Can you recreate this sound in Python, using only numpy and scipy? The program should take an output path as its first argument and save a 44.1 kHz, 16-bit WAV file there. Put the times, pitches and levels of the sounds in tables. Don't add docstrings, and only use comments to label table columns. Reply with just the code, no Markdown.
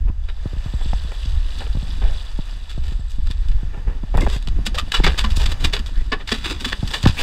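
import sys
import numpy as np
from scipy import signal
from scipy.fft import rfft, irfft, next_fast_len
from scipy.io import wavfile
from scipy.ndimage import uniform_filter1d

SR = 44100
rng = np.random.default_rng(int(sys.argv[2]) if len(sys.argv) > 2 else 0)


def generate_wav(sig):
    pcm = np.round(np.clip(np.atleast_2d(sig).T, -1, 1) * 32767).astype(np.int16)
    wavfile.write(sys.argv[1], SR, pcm)


N = 318666
TIME = np.arange(N) / SR

# (time [s], rise [s], base t60 [s], level [dB], brightness [dB/band])
BODY_SLAPS = [(0.287, 0.00073, 0.087, -38, -4.5), (2.69, 0.0089, 0.23, -40, 3),
              (3.094, .005, 0.29, -47.5, 9), (3.262, 0.011, 0.065, -43, 1), (3.299, 0.014, 0.074, -37, 3),
              (3.484, 0.0027, 0.048, -42.5, 5), (3.515, 0.0021, 0.045, -40.5, -0.5),
              (4.172, 0.00082, 0.037, -32, 11.5), (4.2, 0.011, 0.23, -37, 9),
              (4.425, 0.0015, 0.013, -36.5, 8), (4.473, 0.0013, 0.015, -26.5, 2.5),
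              (4.484, 0.0019, 0.025, -33, 4), (4.651, 0.019, 0.065, -26.5, 7.5),
              (4.665, 0.0025, 0.088, -28, -1.5), (4.743, 0.0063, 0.11, -28, 2),
              (4.776, 0.012, 0.073, -20.5, 1.5), (4.917, 0.0047, 0.05, -18, 2.5),
              (4.935, 0.011, 0.16, -18, 0), (5.034, 0.0084, 0.24, -21, -1.5),
              (5.062, 0.011, 0.097, -23.5, -8), (5.175, 0.017, 0.099, -20, 1.5),
              (5.238, 0.0046, 0.088, -26, -1.5), (5.301, 0.0012, 0.19, -34, 4),
              (5.354, 0.017, 0.073, -28, 9.5), (5.456, 0.0034, 0.1, -24, 2.5),
              (5.639, 0.009, 0.088, -19.5, 2), (5.725, 0.013, 0.13, -23, 1),
              (5.763, 0.0034, 0.082, -33, -4.5), (5.789, 0.0036, 0.06, -32.5, 2),
              (5.860, 0.0033, 0.15, -35, 4.5), (6.1175, 0.003, 0.096, -23.5, -8),
              (6.195, 0.011, 0.078, -38, -6.5), (6.272, .003, 0.79, -31, 2),
              (6.314, 0.0051, 0.12, -18, 0.5), (6.438, 0.01, 0.32, -26, 0),
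              (6.597, 0.011, 0.16, -31.5, 3.5), (6.644, 0.0037, 0.29, -25.5, 2.5),
              (6.72, 0.007, 0.071, -27.5, -4.5), (6.873, 0.0047, 0.074, -29, 4),
              (6.934, 0.0061, 0.076, -19.5, 0), (7.023, 0.0095, 0.1, -32.5, 6),
              (7.054, 0.00076, 0.037, -22, -4.5), (7.071, 0.004, 0.1, -19, 1)]
# (time [s], rise [s], base t60 [s], level [dB])
HULL_THUMPS = [(0.068, 0.026, 0.031, -49.5), (0.802, 0.0038, 0.069, -44.5), (1.111, 0.0085, 0.048, -45),
               (1.600, 0.014, 0.1, -39), (1.667, 0.0021, 0.033, -41), (2.016, 0.0043, 0.47, -42.5),
               (3.728, 0.0098, 0.44, -49.5), (3.863, 0.0083, 0.36, -46.5), (4.132, 0.022, 0.15, -40),
               (4.178, .001, 0.28, -37.5), (4.212, 0.0078, 0.16, -36), (4.268, 0.0015, 0.072, -35.5),
               (4.875, .005, 0.022, -44), (5.139, .006, 0.039, -41), (5.888, .002, .04, -46),
               (6.008, 0.0024, 0.036, -45), (7.037, 0.0018, 0.026, -38)]
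# (time [s], length [s], level [dB])
SKIN_SLIDES = [(2.824, 0.11, -47), (4.279, 0.09, -35), (5.385, 0.055, -30.5), (5.485, 0.04, -32.5),
               (5.595, 0.08, -36.5), (6.477, 0.045, -32), (6.9, 0.079, -34), (7.185, .06, -27)]
# (thud [dB], smack [dB], splat [dB], spray [dB])
SLAP_MIX = [-13.5, -3.5, -1, -13.5]
THUMP_MIX = [7.5, 2, -19, -19]
SLIDE_MIX = [-7.5, -6.5, -3.5, -11.5]
def contact_powers(t60_scales=(1.15, 1.0, .95, .9)):
    powers, tilt = np.zeros((4, N)), np.arange(4) - 2
    blows = [(s, rise, t60, db + np.array(SLAP_MIX) + bright * tilt)
             for s, rise, t60, db, bright in BODY_SLAPS]
    blows += [(s, rise, t60, db + np.array(THUMP_MIX)) for s, rise, t60, db in HULL_THUMPS]
    for s, rise, t60, levels_db in blows:
        span, age = window(s, SR // 2)
        for k, db in enumerate(levels_db):
            powers[k, span] += from_db(db) ** 2 * slap_power(age, rise, t60 * t60_scales[k])
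    dragging = sum(from_db(db) * swell(s, length, attack=0.013, t60=0.072)
                   for s, length, db in SKIN_SLIDES)
    return powers + np.outer(from_db(SLIDE_MIX), dragging) ** 2


def slap_power(age, rise, t60, snap_t60=0.012, patter_db=-23, patter_t60=0.17):
    since_contact = age - min(rise / 2, .003)
    snap = 0.071 * (since_contact > 0) * from_db(-60 * np.abs(since_contact) / snap_t60) ** 2
    softness = 1 + (rise / 0.0027) ** 2
    attack = np.minimum(age / rise, 1) ** 2
    since_peak = np.maximum(age - rise, 0)
    body = from_db(-60 * since_peak / t60) ** 2
    patter = from_db(patter_db - 60 * since_peak / patter_t60) ** 2
    return attack * (body + patter) + snap / softness


BAND_EDGES = [400, 900, 2400, 5500, 15000]
# (frequency [Hz], gain [dB])
SLAP_EQ = [(200, 35.5), (350, 3.5), (600, -10), (1100, -6.5), (2300, -7), (3600, 2.5), (5000, -10.5),
           (6200, -17), (8000, -13), (9500, -22.5), (13000, -27), (15500, -29)]
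def slaps(ragged_db=3.5, echo_gain=.35):
    texture = coloured(drops(per_s=5000, spread_db=3.0), SLAP_EQ)
    ragged = from_db(ragged_db * drift(350))
    lag = np.zeros(N, int)
    for (s, *_), echo_s in zip(BODY_SLAPS, rng.uniform(.0006, .0035, len(BODY_SLAPS))):
        lag[int(s * SR):] = int(echo_s * SR)
    texture = texture + echo_gain * texture[np.arange(N) - lag]
    return ragged * sum(np.sqrt(power) * evened(band(texture, *BAND_EDGES[k:k + 2], order=4), size=400)
                        for k, power in enumerate(contact_powers()))


# (time [s], level [dB])
WET_CRACKS = [(4.473, -40), (4.944, -19), (5.042, -17.5), (5.076, -16), (5.647, -15.5), (5.697, -35),
              (5.737, -14.5), (5.765, -25), (6.121, -22.5), (6.290, -20), (6.318, -22), (6.457, -25),
              (6.646, -19.5), (6.726, -35), (7.037, -23.5)]
def cracks(rise_s=0.00061):
    bursts = sum(from_db(db) * swell(s, rise_s, rise_s, t60=0.026) for s, db in WET_CRACKS)
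    return bursts * evened(band(rng.standard_normal(N), 1100, 4440), size=200)


# (time [s], pitch [Hz], level [dB])
AIR_POCKETS = [(.287, 3780, -39), (4.215, 2070, -27), (4.779, 1190, -21.5), (4.939, 1344, -22),
               (4.945, 2934, -17.5), (5.038, 2170, -11.5), (5.068, 1580, -34), (6.121, 1713, -22),
               (6.122, 1110, -21)]
def air_pockets(attack_s=0.002, t60=0.11, sag_octaves_per_s=0.43):
    out, wobble = np.zeros(N), 0.49 * drift(300)
    for s, hz, db in AIR_POCKETS:
        span, age = window(s, SR // 5)
        pitch = hz * 2 ** (-sag_octaves_per_s * age) + 100 * wobble[span]
        envelope = np.minimum(age / attack_s, 1) * from_db(db - 60 * age / t60)
        out[span] += envelope * np.exp(wobble[span]) * sine(pitch)
    return out


# (time [s], level [dB], pitch [Hz])
HULL_KNOCKS = [(0.933, -12, 780), (4.143, -12, 640), (4.150, -15, 696), (4.178, -8.5, 880),
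               (4.266, -8, 835), (4.273, -9, 610), (5.0007, -11.5, 900), (7.0615, -5, 810)]
def knocks(ring_t60=0.0077, click_db=-11, click_t60=0.0035):
    out = np.zeros(N)
    for s, db, hz in HULL_KNOCKS:
        span, age = window(s, SR // 20)
        noise = band(rng.standard_normal(len(age)), 820, 2500)
        click = noise / rms(noise) * from_db(click_db - 60 * age / click_t60)
        tone = np.sin(2 * np.pi * hz * age) * from_db(-60 * age / ring_t60)
        out[span] += from_db(db) * (tone + click)
    return out


# (time [s], level [dB], panel pitch [Hz])
DECK_HITS = [(4.181, -19.5, 169), (4.186, -21, 114), (4.208, -25.5, 270), (4.228, -25, 335),
             (4.671, -25, 200), (4.744, -33, 500), (4.762, -34, 585), (5.039, -17.5, 170),
             (5.071, -27, 460), (5.074, -20, 151), (5.634, -20, 144), (5.644, -22, 276),
             (5.736, -27.5, 406), (6.124, -24.5, 356), (6.319, -25, 430), (6.321, -18, 224),
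             (6.457, -29, 313), (6.511, -23, 303), (6.615, -31, 249), (6.661, -26.5, 246),
             (7.038, -36, 160), (7.064, -13, 108)]
# (pitch [x panel pitch], level [dB], t60 [s])
PANEL_MODES = [(1, 2, 0.11), (1.181, -6, 0.16), (1.57, -4, .06)]
def deck():
    return sum(struck([(s, db)], [(hz * ratio, *rest) for ratio, *rest in PANEL_MODES])
               for s, db, hz in DECK_HITS)


# (time [s], level [dB])
BUCKET_HITS = [(5.243, -25.5), (6.725, -40)]
# (pitch [Hz], level [dB], t60 [s])
BUCKET_MODES = [(213, 2.5, 0.25), (1014, 5.5, 0.085), (1147, 3.5, 0.088), (1610, -12, 0.17)]
def bucket():
    return struck(BUCKET_HITS, BUCKET_MODES)


# (time [s], length [s], starting pitch [Hz], level [dB])
SKIN_SQUEAKS = [(5.929, 0.09, 1367, -45), (7.164, 0.044, 2186, -24)]
def squeaks(width_hz=520, octaves_per_s=7.7):
    out = np.zeros(N)
    for s, length, first_hz, db in SKIN_SQUEAKS:
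        hz = first_hz * 2 ** (octaves_per_s * np.clip(TIME - s, 0, length))
        grip = evened(band(rng.standard_normal(N), 24, width_hz / 2, order=1), size=2000)
        out += from_db(db) * swell(s, length, attack=0.013, t60=0.045) * grip * sine(hz)
    return out


# (time [s], slosh [dB], fizz [dB])
WATER_FADERS = [(.18, -57, -78), (.24, -56, -55), (.45, -48.5, -52), (.9, -46.5, -44), (2.3, -47, -44),
                (2.85, -53.5, -50.5), (3.1, -54.5, -51.5), (3.45, -52.5, -51.5), (3.7, -52, -65.5),
                (4.35, -53.5, -46), (4.6, -47, -60), (4.88, -49, -45), (5.15, -44, -42), (5.55, -42, -59),
                (5.95, -51, -47), (6.25, -52, -53.5), (6.8, -47.5, -41.5), (7.23, -45, -36.5)]
# (time [s], level [dB])
MIST_FADER = [(.3, -81), (.85, -57), (1.1, -71), (2.3, -80), (3.05, -67), (3.7, -79)]
# (peak time [s], level [dB])
SPRAY_SURGES = [(.88, -41.5), (1.0, -45), (1.24, -38), (1.61, -37.5), (1.9, -43.5), (2.19, -40.5)]
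# (frequency [Hz], gain [dB])
SLOSH_EQ = [(130, 5), (250, 1.5), (450, -0.5), (900, 2), (1700, -0.5), (2500, -2), (4000, -5.5)]
FIZZ_EQ = [(1200, -8), (2200, -13.5), (3600, -1.5), (5000, -9.5), (6700, -18.5), (7800, -12), (9500, -19),
           (13000, -28.5), (15500, -34)]
def water(bubble_db=-8, fizz_trim_db=-2.5, surge_rise_s=0.13, waver_db=1.06):
    slosh_db, fizz_db = automation(WATER_FADERS)
    mist_db, = automation(MIST_FADER)
    slosh = coloured(rng.standard_normal(N), SLOSH_EQ)
    slosh += from_db(bubble_db) * bubbles(per_s=490, cycles=20, low_hz=450, high_hz=2760, pitches=18)
    spray = drops(per_s=9000, spread_db=4.0) * from_db(2.5 * drift(140))
    spray += bubbles(per_s=3500, cycles=18, low_hz=2500, high_hz=15000, pitches=30)
    surge_power = sum((from_db(db) * swell(s - surge_rise_s, surge_rise_s, surge_rise_s, t60=0.32)) ** 2
                      for s, db in SPRAY_SURGES)
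    fizz_gain = from_db(fizz_trim_db) * np.sqrt(from_db(fizz_db) ** 2 + surge_power)
    fizz = fizz_gain * coloured(spray, FIZZ_EQ)
    mist = band(spray, 7200, 8400)
    mix = from_db(slosh_db) * slosh + fizz + from_db(mist_db) * mist / rms(mist)
    return mix * from_db(waver_db * drift(14))


def bubbles(per_s, cycles, low_hz, high_hz, pitches):
    births, pitch_index = drops(per_s, spread_db=4.0), rng.integers(0, pitches, N)
    out = sum(ring(births * (pitch_index == k), hz, cycles / hz)
              for k, hz in enumerate(np.geomspace(low_hz, high_hz, pitches)))
    return out / rms(out)


# (time [s], level [dB], pitch dive depth [Hz])
DIVING_THUMPS = [(.097, -15, 330), (.456, -11.5, 380), (0.531, -18.5, 343), (0.565, -21.5, 360),
                 (0.66, -14.5, 342), (0.737, -14, 317), (0.858, -16, 280), (0.932, -13.5, 330),
                 (1.047, -21.5, 300), (1.256, -21.5, 250), (1.75, -15, 420), (1.769, -15.5, 383),
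                 (1.827, -19, 322), (2.388, -13, 480), (2.777, -16, 390), (2.919, -21, 310),
                 (2.993, -22, 330), (3.184, -20, 383), (3.302, -20.5, 418), (3.63, -18, 525),
                 (3.774, -23, 370), (4.034, -16, 500), (4.149, -10, 397), (4.178, -11, 466),
                 (4.229, -12, 500), (4.275, -14, 420), (4.361, -16, 480), (4.479, -17.5, 480),
                 (4.587, -16.5, 517), (4.999, -6.5, 686), (5.372, -13.5, 450), (5.488, -22, 500),
                 (6.829, -8.5, 600), (7.039, -6.5, 250), (7.06, 3.5, 830), (7.091, -9, 483)]
def diving_thumps(swing_db=8.5, dive_s=0.0071, rise_s=0.0046, cycles=3.38, snap_db=-16, snap_t60=0.026):
    swings, snaps = np.zeros((2, N))
    ragged = np.exp(0.53 * drift(700))
    for s, db, dive_hz in DIVING_THUMPS:
        span, age = window(s, SR // 10)
        floor_hz = 42.6 + 0.059 * dive_hz
        hz = floor_hz + dive_hz * ragged[span] / (1 + age / dive_s) ** 3
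        tilt_db = -5.5 * np.log2(hz / floor_hz)
        decay_db = -60 * age * floor_hz / cycles
        attack = np.sqrt(np.minimum(age / rise_s, 1))
        swings[span] -= from_db(db + swing_db + tilt_db + decay_db) * attack * sine(hz)
        from_snap = np.abs(age - 0.0035)
        snaps[span] += from_db(db + snap_db - 60 * from_snap / snap_t60) * dive_hz / 1090
    return swings + snaps * evened(band(rng.standard_normal(N), 516, 1090), size=150)


# (time [s], level [dB])
BREEZE_FADER = [(0, -17.5), (.35, -23.5), (.6, -15), (1.15, -26.5), (2.3, -27.5), (2.65, -27.5),
                (3.25, -18), (3.7, -22), (4.1, -16.5), (4.8, -21.5), (5.3, -34), (5.8, -23), (6.25, -29.5)]
# (peak time [s], width [s], level [dB])
WIND_GUSTS = [(0.941, 0.018, -9.5), (1.37, 0.33, -18), (1.731, 0.19, -20), (2.074, 0.14, -13),
              (2.38, 0.088, -20), (2.792, 0.036, -15.5), (2.95, 0.05, -18.5), (3.545, 0.065, -9.5),
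              (4.169, 0.045, -9), (4.999, 0.054, -15), (5.074, 0.097, -14.5), (5.388, 0.53, -16),
              (5.662, 0.05, -11), (5.991, 0.097, -15.5), (7.083, 0.051, -13.5), (7.22, 0.056, -21)]
# (time [s], level [dB])
FLUTTER_FADER = [(0, -35), (.3, -56), (.55, -38), (1.1, -50), (1.45, -41.5), (2.05, -40), (2.25, -51),
                 (2.6, -46), (3.2, -47), (3.95, -32), (4.3, -43), (4.55, -33), (5.3, -32.5), (5.7, -29),
                 (6.1, -41.5), (6.35, -37), (7.23, -34.5)]
# (frequency [Hz], gain [dB])
WIND_EQ = [(14, 3.5), (22, -5.5), (32, 0), (50, -6), (75, -12.5), (110, -22), (170, -27.5), (300, -32)]
def wind(flutter_trim_db=-2, rumble_swing_db=4.5, flutter_swing_db=4.0):
    breeze_db, = automation(BREEZE_FADER)
    flutter_db, = automation(FLUTTER_FADER)
    gust_power = sum(from_db(db) ** 2 / (1 + (2 * (TIME - s) / width) ** 2) ** 3
                     for s, width, db in WIND_GUSTS)
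    waver = drift(16)
    rumble_gain = np.sqrt(from_db(breeze_db + rumble_swing_db * waver) ** 2 + 2 * gust_power)
    flutter_gain = from_db(flutter_db + flutter_trim_db + flutter_swing_db * waver)
    rumble_noise, flutter_noise = (coloured(white, WIND_EQ) for white in rng.standard_normal((2, N)))
    rumble = evened(band(rumble_noise, 13.4, 85.0), size=4000)
    lumps = np.abs(signal.hilbert(rumble, next_fast_len(N)))[:N] / np.sqrt(2)
    flutter = lumps * evened(band(flutter_noise, 82.3, 298, order=2), size=3000)
    return rumble_gain * rumble + flutter_gain * flutter


# (frequency [Hz], width [Hz], gain [dB])
CASE_EQ = [(1758, 194, 5.5), (2180, 113, -7), (2460, 99, 0.5), (2956, 90, 4.5), (3186, 125, -6),
           (3430, 120, 5), (3895, 86, 3.5), (4163, 54, -19), (4440, 160, 1.5), (4816, 250, 6),
           (6450, 210, 3.5), (7630, 550, 1.5)]
def camera_case(x):
    for hz, width_hz, db in CASE_EQ:
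        gain, width = from_db(db / 2), np.pi * width_hz / SR
        tuning = -2 * np.cos(2 * np.pi * hz / SR)
        x = signal.lfilter([1 + width * gain, tuning, 1 - width * gain],
                           [1 + width / gain, tuning, 1 - width / gain], x)
    return x


def struck(hits, modes, scatter_db=1.5):
    times, hit_db = np.transpose(hits)
    strengths_db = hit_db[:, None] + rng.normal(0, scatter_db, (len(hits), len(modes)))
    out = np.zeros(N)
    for k, (hz, db, t60) in enumerate(modes):
        clicks = np.zeros(N)
        clicks[(times * SR).astype(int)] = from_db(db + strengths_db[:, k])
        out += (-1) ** k * ring(clicks, hz, t60)
    return out


def ring(clicks, hz, t60):
    decay, step = from_db(-60 / (t60 * SR)), 2 * np.pi * hz / SR
    return signal.lfilter([0, np.sin(step)], [1, -2 * decay * np.cos(step), decay ** 2], clicks + 1e-18)


def drops(per_s, spread_db):
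    sizes = from_db(spread_db * np.minimum(rng.exponential(1, N), 5)) * rng.choice([-1, 1], N)
    clicks = sizes * (rng.random(N) < per_s / SR)
    return clicks / rms(clicks)


def coloured(x, eq):
    hz, db = np.transpose(eq)
    size = next_fast_len(N)
    bins_hz = np.maximum(np.arange(size // 2 + 1) * SR / size, 1)
    rolloff = np.minimum(bins_hz / hz[0], 1) ** 2 * np.minimum(hz[-1] / bins_hz, 1) ** 2
    gain = from_db(np.interp(np.log(bins_hz), np.log(hz), db))
    shaped = irfft(rfft(x, size) * rolloff * gain, size)[:N]
    return shaped / rms(shaped)


def band(x, low_hz, high_hz, order=3):
    sos = signal.butter(order, [low_hz, min(high_hz, .45 * SR)], "band", fs=SR, output="sos")
    return signal.sosfilt(sos, x + 1e-18)


def evened(x, size):
    return x / np.sqrt(np.abs(uniform_filter1d(x ** 2, size=size)) + 1e-12)


def swell(start, length, attack, t60):
    age = TIME - start
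    return np.clip(age / attack, 0, 1) * from_db(-60 * np.clip(age - length, 0, 3 * t60) / t60)


def drift(per_s):
    knots = rng.standard_normal(4000)
    return np.interp(TIME * per_s, np.arange(len(knots)), knots)


def automation(rows):
    times, *faders = np.transpose(rows)
    return [np.interp(TIME, times, fader) for fader in faders]


def window(start_s, size):
    start = int(start_s * SR)
    age = TIME[:min(size, N - start)]
    return slice(start, start + len(age)), age


def sine(hz):
    return np.sin(2 * np.pi * np.cumsum(hz) / SR)


def from_db(db):
    return 10 ** (np.asarray(db) / 20)


def rms(x):
    return np.sqrt(np.mean(x ** 2) + 1e-20)


def scene():
    boat = slaps() + cracks() + air_pockets() + knocks() + deck() + bucket() + squeaks() + water()
    return (camera_case(boat) + wind() + diving_thumps())[None]


def record(dry, ceiling=.92, cutoff_hz=15700):
    limited = dry / (1 + (dry / ceiling) ** 8) ** (1 / 8)
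    return signal.sosfilt(signal.ellip(10, .2, 80, cutoff_hz, fs=SR, output="sos"), limited)


dry = scene()
out = record(dry)
generate_wav(out)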